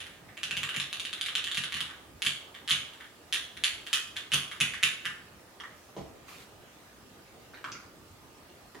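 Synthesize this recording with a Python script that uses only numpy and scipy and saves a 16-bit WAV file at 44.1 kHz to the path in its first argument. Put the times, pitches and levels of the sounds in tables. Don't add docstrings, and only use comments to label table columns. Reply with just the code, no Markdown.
import sys
import numpy as np
from scipy import signal
from scipy.io import wavfile
from scipy.ndimage import uniform_filter1d

SR = 44100
rng = np.random.default_rng(int(sys.argv[2]) if len(sys.argv) > 2 else 0)


def linear_from_db(decibels):
    return 10 ** (np.asarray(decibels, float) / 20)


def inscribe(sig):
    pcm = np.round(np.clip(np.atleast_2d(sig).T, -1, 1) * 32767)
    wavfile.write(sys.argv[1], SR, pcm.astype(np.int16))


N = 388064

# [t/s, peak level/dB, cap f/Hz, case level/dB]
DRUMMING = [(0.3714, -26.5, 3040, -5), (0.4329, -14.5, 3080, -6.5), (0.5104, -17, 2980, -7),
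            (0.569, -17.5, 2770, -16), (0.574, -20, 2880, -13), (0.6326, -15.5, 3020, -7.5),
            (0.6915, -19, 3170, -2.5), (0.7433, -22, 2980, -5), (0.764, -16.5, 2940, -11),
            (0.8002, -14.5, 3120, -5.5), (0.9291, -17.5, 3400, -4.5), (0.998, -18.5, 3150, -16),
            (1.052, -19.5, 3260, -8), (1.13, -19, 3300, -8), (1.212, -16, 3450, -12),
            (1.2615, -19, 3240, -9), (1.2857, -20, 3050, -4.5), (1.3532, -12.5, 3180, -10.5),
            (1.3814, -20, 3160, -6), (1.4421, -19.5, 3340, -12), (1.4703, -21, 3150, -1),
            (1.5153, -19, 3300, -6.5), (1.5471, -19, 3200, -8), (1.5728, -16, 2830, -7.5),
            (1.577, -19, 3400, -11), (1.638, -17, 3300, 0.5), (1.7233, -20, 3180, -2),
            (1.742, -18, 2920, -13), (1.768, -21, 3060, -0.5), (1.8064, -16, 3150, -7.5)]
# [t/s, peak level/dB, cap f/Hz, case level/dB, tick level/dB]
SLAPS = [(2.2209, -14.5, 3100, -7.5, -18.5), (2.2498, -17.5, 3140, -5, -12),
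         (2.2616, -22.5, 2960, -18, -13), (2.2645, -11, 3000, -7, -17.5), (2.268, -22, 3000, -18, -17),
         (2.6776, -20, 3250, -6, -17.5), (2.6893, -18.5, 3300, -3, -17), (2.6971, -16, 3180, -2, -9),
         (2.7015, -19, 3240, -8, -7), (2.7087, -8.5, 3400, -12, -22), (2.719, -13.5, 2720, -21, -13),
         (3.3265, -13.5, 3200, -11, -17), (3.3387, -14, 3100, -16, -14), (3.3457, -22.5, 3200, -5, -21),
         (3.3555, -18, 3080, -9, -20), (3.6383, -8, 3280, -15, -20), (3.6497, -19, 3230, 8.5, -3),
         (3.6555, -23, 2940, -15, -17)]
# [t/s, peak level/dB, cap f/Hz, case level/dB, tick level/dB]
LAST_SLAPS = [(3.93, -12, 3020, -8, -14.5), (3.9316, -10, 3000, -15, -12), (3.9441, -15, 3260, -10, -21),
              (3.9519, -20, 3220, -6, -6), (4.319, -17, 2980, -9, -21), (4.3283, -16.5, 3200, -22, -20),
              (4.3373, -6, 2980, -10, -14), (4.6032, -14, 3080, -3, -8), (4.6087, -17, 2920, -13, -14),
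              (4.6107, -8, 2960, -13.5, -18), (4.829, -12.5, 2830, -8, -13.5),
              (4.8336, -6.5, 2800, -11.5, -16.5), (4.849, -21, 2920, 2, -8)]
# [t/s, peak level/dB, case level/dB]
RELEASES = [(0.0629, -30, -0.5), (0.132, -40, -6), (0.285, -37, 13), (0.7468, -26.5, 7), (1.1775, -31.5, 5),
            (1.8954, -29.5, 9), (1.9389, -42, 3), (2.275, -31, 3), (2.545, -29.5, 6), (2.556, -39, 8),
            (2.9319, -34, -2), (3.0039, -31, 7), (3.008, -37, -1), (3.04, -37, 2), (3.569, -26.5, -2),
            (3.86, -39, -4), (3.8673, -23.5, -7), (3.876, -35, -5), (4.16, -29, -2), (4.1632, -27, -2),
            (4.1672, -20, -7), (4.17, -28.5, -4), (4.515, -23.5, 5.5), (4.525, -29, 4), (4.7375, -21.5, 2),
            (4.744, -36, 7), (5.049, -25.5, 8), (5.055, -18, 1.5), (5.06, -25.5, 10), (5.0657, -25, 7.5)]
# [f/Hz, width/Hz, level/dB]
CASE_MODES = [(1217, 110, -5.5), (1700, 256, 0), (2140, 160, -2.5)]
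# [f/Hz, width/Hz, level/dB]
TICK_MODES = [(4700, 1430, -1), (6710, 1000, 1), (8440, 1200, -6), (10110, 656, 2.5), (12820, 520, -8),
              (15060, 770, -17)]
# [t/s, peak level/dB, f/Hz, overtone f/Hz, overtone level/dB]
KNOCKS = [(5.601, -32.5, 1900, 3080, 1.5), (5.603, -40.5, 5500, 8950, -8), (5.607, -40, 1200, 3300, -6),
          (5.637, -33, 1910, 1210, -1.5), (5.89, -47, 700, 1200, -2), (5.966, -31, 380, 705, 2),
          (5.967, -36, 890, 3500, -12), (5.975, -36, 200, 605, -1), (5.984, -36, 90, 160, -9),
          (6.011, -38, 332, 60, 0), (6.284, -41, 1280, 2600, -2), (7.536, -41, 1480, 1000, -14),
          (7.544, -38, 2100, 3900, -6.5), (7.573, -40, 1700, 3000, -7), (7.643, -26.5, 1180, 1570, 2.5),
          (7.643, -33.5, 2140, 3180, -6), (7.676, -39, 1300, 2190, -5), (7.719, -29, 5220, 6500, -3),
          (7.721, -35.5, 2550, 3320, -5), (7.752, -36.5, 1540, 2100, 1), (8.497, -50, 3000, 4000, -6),
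          (8.748, -35.5, 1020, 1800, -7.5), (8.75, -40.5, 340, 600, -14)]
# [f/Hz, width/Hz, level/dB]
CRACK = (2200, 3240, -22)
# [t/s, peak level/dB]
THUMPS = [(0.434, -42.5), (0.51, -41), (0.569, -34.5), (0.639, -40), (0.766, -32.5), (0.799, -46),
          (1.13, -55), (1.573, -33.5), (1.639, -48), (1.74, -38), (1.805, -39), (2.267, -34),
          (2.712, -33.5), (4.32, -38), (4.339, -27.5), (4.606, -28), (4.831, -34), (5.057, -43.5),
          (5.968, -34)]
# [f/Hz, level/dB per Hz]
RUB_COLOUR = [(410, -51), (700, -14), (1240, -7), (1570, -10.5), (2240, -6), (14100, -21), (16500, -28.5)]
# [f/Hz, t60/s]
ROOM_T60 = [(150, 0.62), (700, 0.88), (1840, 0.5), (4850, 0.49), (12800, 0.38)]
# [f/Hz, level/dB per Hz]
AIR_COLOUR = [(24, -45), (40, -18), (85, -2), (118, -8), (324, -5), (624, -9.5), (2040, -16), (16500, -29)]
# [f/Hz, correlation/1]
LIKENESS = [(40, 0.89), (150, 0.82), (300, 0.72), (600, 0.66), (1500, 0.1), (5000, 0), (15000, 0)]
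# [f/Hz, left minus right/dB]
BALANCE = [(60, -0.5), (380, -1.5), (2380, -2.5), (15000, 0.5)]
# [f/Hz, width/Hz, level/dB]
WHINE = (1222, 14.2, -69.5)

WALL_S = 0.0052


def strokes():
    drum_tick_db, drum_wall_db = -18, -5
    slap_wall_db = -3
    release_hz, release_tick_db, release_wall_db = 3150, -16.5, -6
    drummed = [(*row, drum_tick_db, drum_wall_db) for row in DRUMMING]
    slapped = [(*row, slap_wall_db) for row in SLAPS + LAST_SLAPS]
    released = [(s, db, release_hz, case_db, release_tick_db, release_wall_db)
                for s, db, case_db in RELEASES]
    return drummed + slapped + released


def keys():
    cap_width_hz = 602
    direct, echo, sent = np.zeros((3, N))
    for s, db, cap_hz, case_db, tick_db, wall_db in strokes():
        modes = [(cap_hz, cap_width_hz, 0)]
        modes += [(f, w, case_db + d) for f, w, d in CASE_MODES]
        modes += [(f, w, tick_db + d) for f, w, d in TICK_MODES]
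        chance = rng.standard_normal((2, 60))
        pulse = click(modes, 0.4 * chance[0], size=1024)
        reflected = click(modes, 0.49 * chance[1], size=1024)
        hidden_db = 0.67 * min(db + 19.5, 0)
        hidden_db -= 0.12 * max(db + 16, 0)
        add(sent, s, linear_from_db(db) * pulse)
        add(direct, s, linear_from_db(db + hidden_db) * pulse)
        delay_s = WALL_S * (1 + 0.022 * chance[1, 0])
        add(echo, s + delay_s, linear_from_db(db + min(wall_db, 0)) * reflected)
    return direct, echo, sent


def knocks():
    out = np.zeros(N)
    for s, db, hz, over_hz, over_db in KNOCKS:
        width_hz = 75 + 0.095 * hz
        modes = [(hz, width_hz, 0), (over_hz, width_hz, over_db), CRACK]
        add(out, s, linear_from_db(db) * click(modes, 0.41 * rng.standard_normal(80)))
    return out


def desk():
    desk_hz, t60_s, swell_s = 139.8, 0.33, 0.0037
    mode_shares = [(1, 0.76), (1.33, 0.42), (0.604, 0.21), (1.62, 0.29)]  # f/desk_hz, amplitude
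    out, t = np.zeros(N), np.arange(SR // 2) / SR
    low_band = signal.butter(2, [60, 300], "bandpass", fs=SR, output="sos")
    rumble = evened(signal.sosfilt(low_band, rng.standard_normal(N + SR)))
    for s, db in THUMPS:
        boom = 0.24 * rumble[round(s * SR):][:len(t)]
        for ratio, share in mode_shares:
            phase = 2 * np.pi * rng.random()
            boom = boom + share * np.sin(2 * np.pi * ratio * desk_hz * t + phase)
        envelope = linear_from_db(db - 6 - 60 * t / t60_s) * (1 - np.exp(-t / swell_s))
        add(out, s, envelope * boom)
    return out


def rub():
    start_s, db, rise_s, hold_s, sag_db, fall_db_per_s = 6.246, -50.5, 0.04, 0.14, -2.5, 190
    t = np.arange(N) / SR - start_s
    level_db = db - 30 * np.clip(1 - t / rise_s, 0, 3)
    level_db += sag_db * np.clip((t - rise_s) / hold_s, 0, 1)
    level_db -= fall_db_per_s * np.clip(t - rise_s - hold_s, 0, 1)
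    grain = linear_from_db(1.3 * evened(uniform_filter1d(rng.standard_normal(N), size=60)))
    return linear_from_db(level_db) * grain * noise(RUB_COLOUR, [(100, 0.5), (16000, 0.22)], patchy_db=-1.5)


def room(x, count=3):
    size, spacing, out = 30000, 20, np.zeros((2, N))
    turn = 2 * np.pi * 3.7 * np.arange(N) / SR
    for k in range(count):
        slots = np.arange(60, size - spacing, spacing)
        at = slots + rng.integers(0, spacing, (2, len(slots)))
        spread_db = 4.0 + 2.33 * np.exp(-at / 2500)
        bounces = rng.choice([-1., 1.], at.shape) * linear_from_db(spread_db * rng.standard_normal(at.shape))
        taps = np.zeros((2, size))
        np.put_along_axis(taps, at, bounces, 1)
        taps[1] += 0.39 * signal.lfilter([0.3], [1, -0.7], taps[0])
        hz, t, z = signal.stft(taps, SR, nperseg=128)
        build_up = 1 + 0.5 * np.exp(-t / 0.02)
        decay = linear_from_db(-60 * t / read(ROOM_T60, hz)[:, None])
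        tail = signal.istft(z * build_up * decay, SR, nperseg=128)[1]
        tail *= np.clip(np.arange(tail.shape[1]) / 110 - 0.5, 0, 1)
        tail /= np.linalg.norm(tail, axis=1, keepdims=True)
        share = np.sqrt(2 / count) * np.cos(turn + np.pi * k / count)
        out += signal.oaconvolve((x * share)[None], tail, axes=1)[:, :N]
    return out


def air():
    wash_db = -54
    hz, width_hz, tone_db = WHINE
    wander = evened(uniform_filter1d(rng.standard_normal(N), size=4000))
    tone = np.sin(2 * np.pi * np.cumsum(hz + width_hz * 0.301 * wander) / SR)
    return linear_from_db(wash_db) * noise(AIR_COLOUR, LIKENESS, patchy_db=1.77) + linear_from_db(tone_db) * tone


def click(modes, ripple, size=2048):
    hz = abs(np.fft.fftfreq(size, 1 / SR))
    power = sum(linear_from_db(2 * db) / (1 + ((hz - f) / (1.726 * w)) ** 2) ** 3.7 for f, w, db in modes)
    power += linear_from_db(2 * -40) / (1 + (hz / 5000) ** 4)
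    log_gain = np.log(power) / 2
    log_gain += np.interp(hz, np.linspace(0, SR / 2, len(ripple)), ripple)
    minimum_phase = np.exp(np.conj(signal.hilbert(log_gain)))
    pulse = np.fft.ifft(minimum_phase).real[:size // 2]
    return pulse / abs(pulse).max()


def noise(colour, likeness, patchy_db):
    frames, hz = N // 256 + 5, np.fft.rfftfreq(1024, 1 / SR)
    a, b, c, d, patches = rng.standard_normal((5, len(hz), frames))
    patches = uniform_filter1d(patches, size=10, axis=0)
    patches = evened(uniform_filter1d(patches, size=14, axis=1))
    same = np.clip(read(likeness, hz), -1, 1)[:, None]
    left = a + 1j * b
    right = same * left + np.sqrt(1 - same ** 2) * (c + 1j * d)
    level_db = read(colour, hz)[:, None] + patchy_db * patches
    side_db = np.multiply.outer([0.5, -0.5], read(BALANCE, hz))[..., None]
    z = np.array([left, right]) * linear_from_db(level_db + side_db)
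    return evened(signal.istft(z, nperseg=1024, noverlap=768)[1][:, :N])


def evened(x):
    return x / np.sqrt(np.mean(x ** 2) + 1e-20)


def read(points, hz):
    f, value = np.transpose(points)
    return np.interp(np.log(hz + 1), np.log(f + 1), value)


def add(mix, s, sound):
    part = mix[max(round(s * SR), 0):][:len(sound)]
    part += sound[:len(part)]


def masked(x, from_hz=10900, below_db=-32):
    hz, _, z = signal.stft(x, SR, nperseg=1024)
    power = (abs(z) ** 2).mean(0)
    loudest = power[(hz > 2300) & (hz < 3900)].mean(0)
    band = (np.arange(len(hz)) // 16)[:, None] == np.arange(33)
    band_power = band.T @ power / band.sum(0)[:, None]
    jitter = rng.standard_normal((33, len(loudest) // 4 + 1))
    jitter = np.repeat(jitter, 4, axis=1)[:, :len(loudest)]
    weak = band_power < loudest * linear_from_db(2 * (below_db + 2.5 * jitter))
    kept = 1 - (band @ weak) * (hz > from_hz)[:, None]
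    return signal.istft(z * kept, SR, nperseg=1024)[1][:, :N]


def scene():
    direct, echo, sent = keys()
    taps = knocks()
    echo = echo + linear_from_db(-2.5) * np.roll(taps, round(WALL_S * SR))
    earlier = np.zeros(N)
    earlier_modes = [(3000, 780, 0.0), (1800, 540, -8), (6500, 1300, -14.5), (10100, 580, -11)]
    add(earlier, 0, linear_from_db(-21.5) * click(earlier_modes, np.zeros(2)))
    near = (direct + taps) * linear_from_db([[-0.9], [0.9]])
    near[0] = np.roll(near[0], 1)
    wall = np.array([echo, np.roll(echo, 1)]) * linear_from_db([[-0.8], [0.8]])
    wet = linear_from_db([[3.5], [5.5]]) * room(sent + linear_from_db(1) * taps + earlier)
    return near + wall + wet + desk() * linear_from_db([[-0.4], [0.4]]) + rub() + air()


def low_pass(x):
    return signal.sosfilt(signal.butter(12, 16650, fs=SR, output="sos"), x)


def record(dry):
    bass_cut = signal.butter(2, 45, "highpass", fs=SR, output="sos")
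    dry = signal.sosfilt(bass_cut, dry)
    band_limit = signal.firwin(511, 16450, window=("kaiser", 9), fs=SR)
    dry = signal.oaconvolve(dry, band_limit[None], "same")
    mix = masked(dry)
    return low_pass(mix)


dry = scene()
out = record(dry)
inscribe(out)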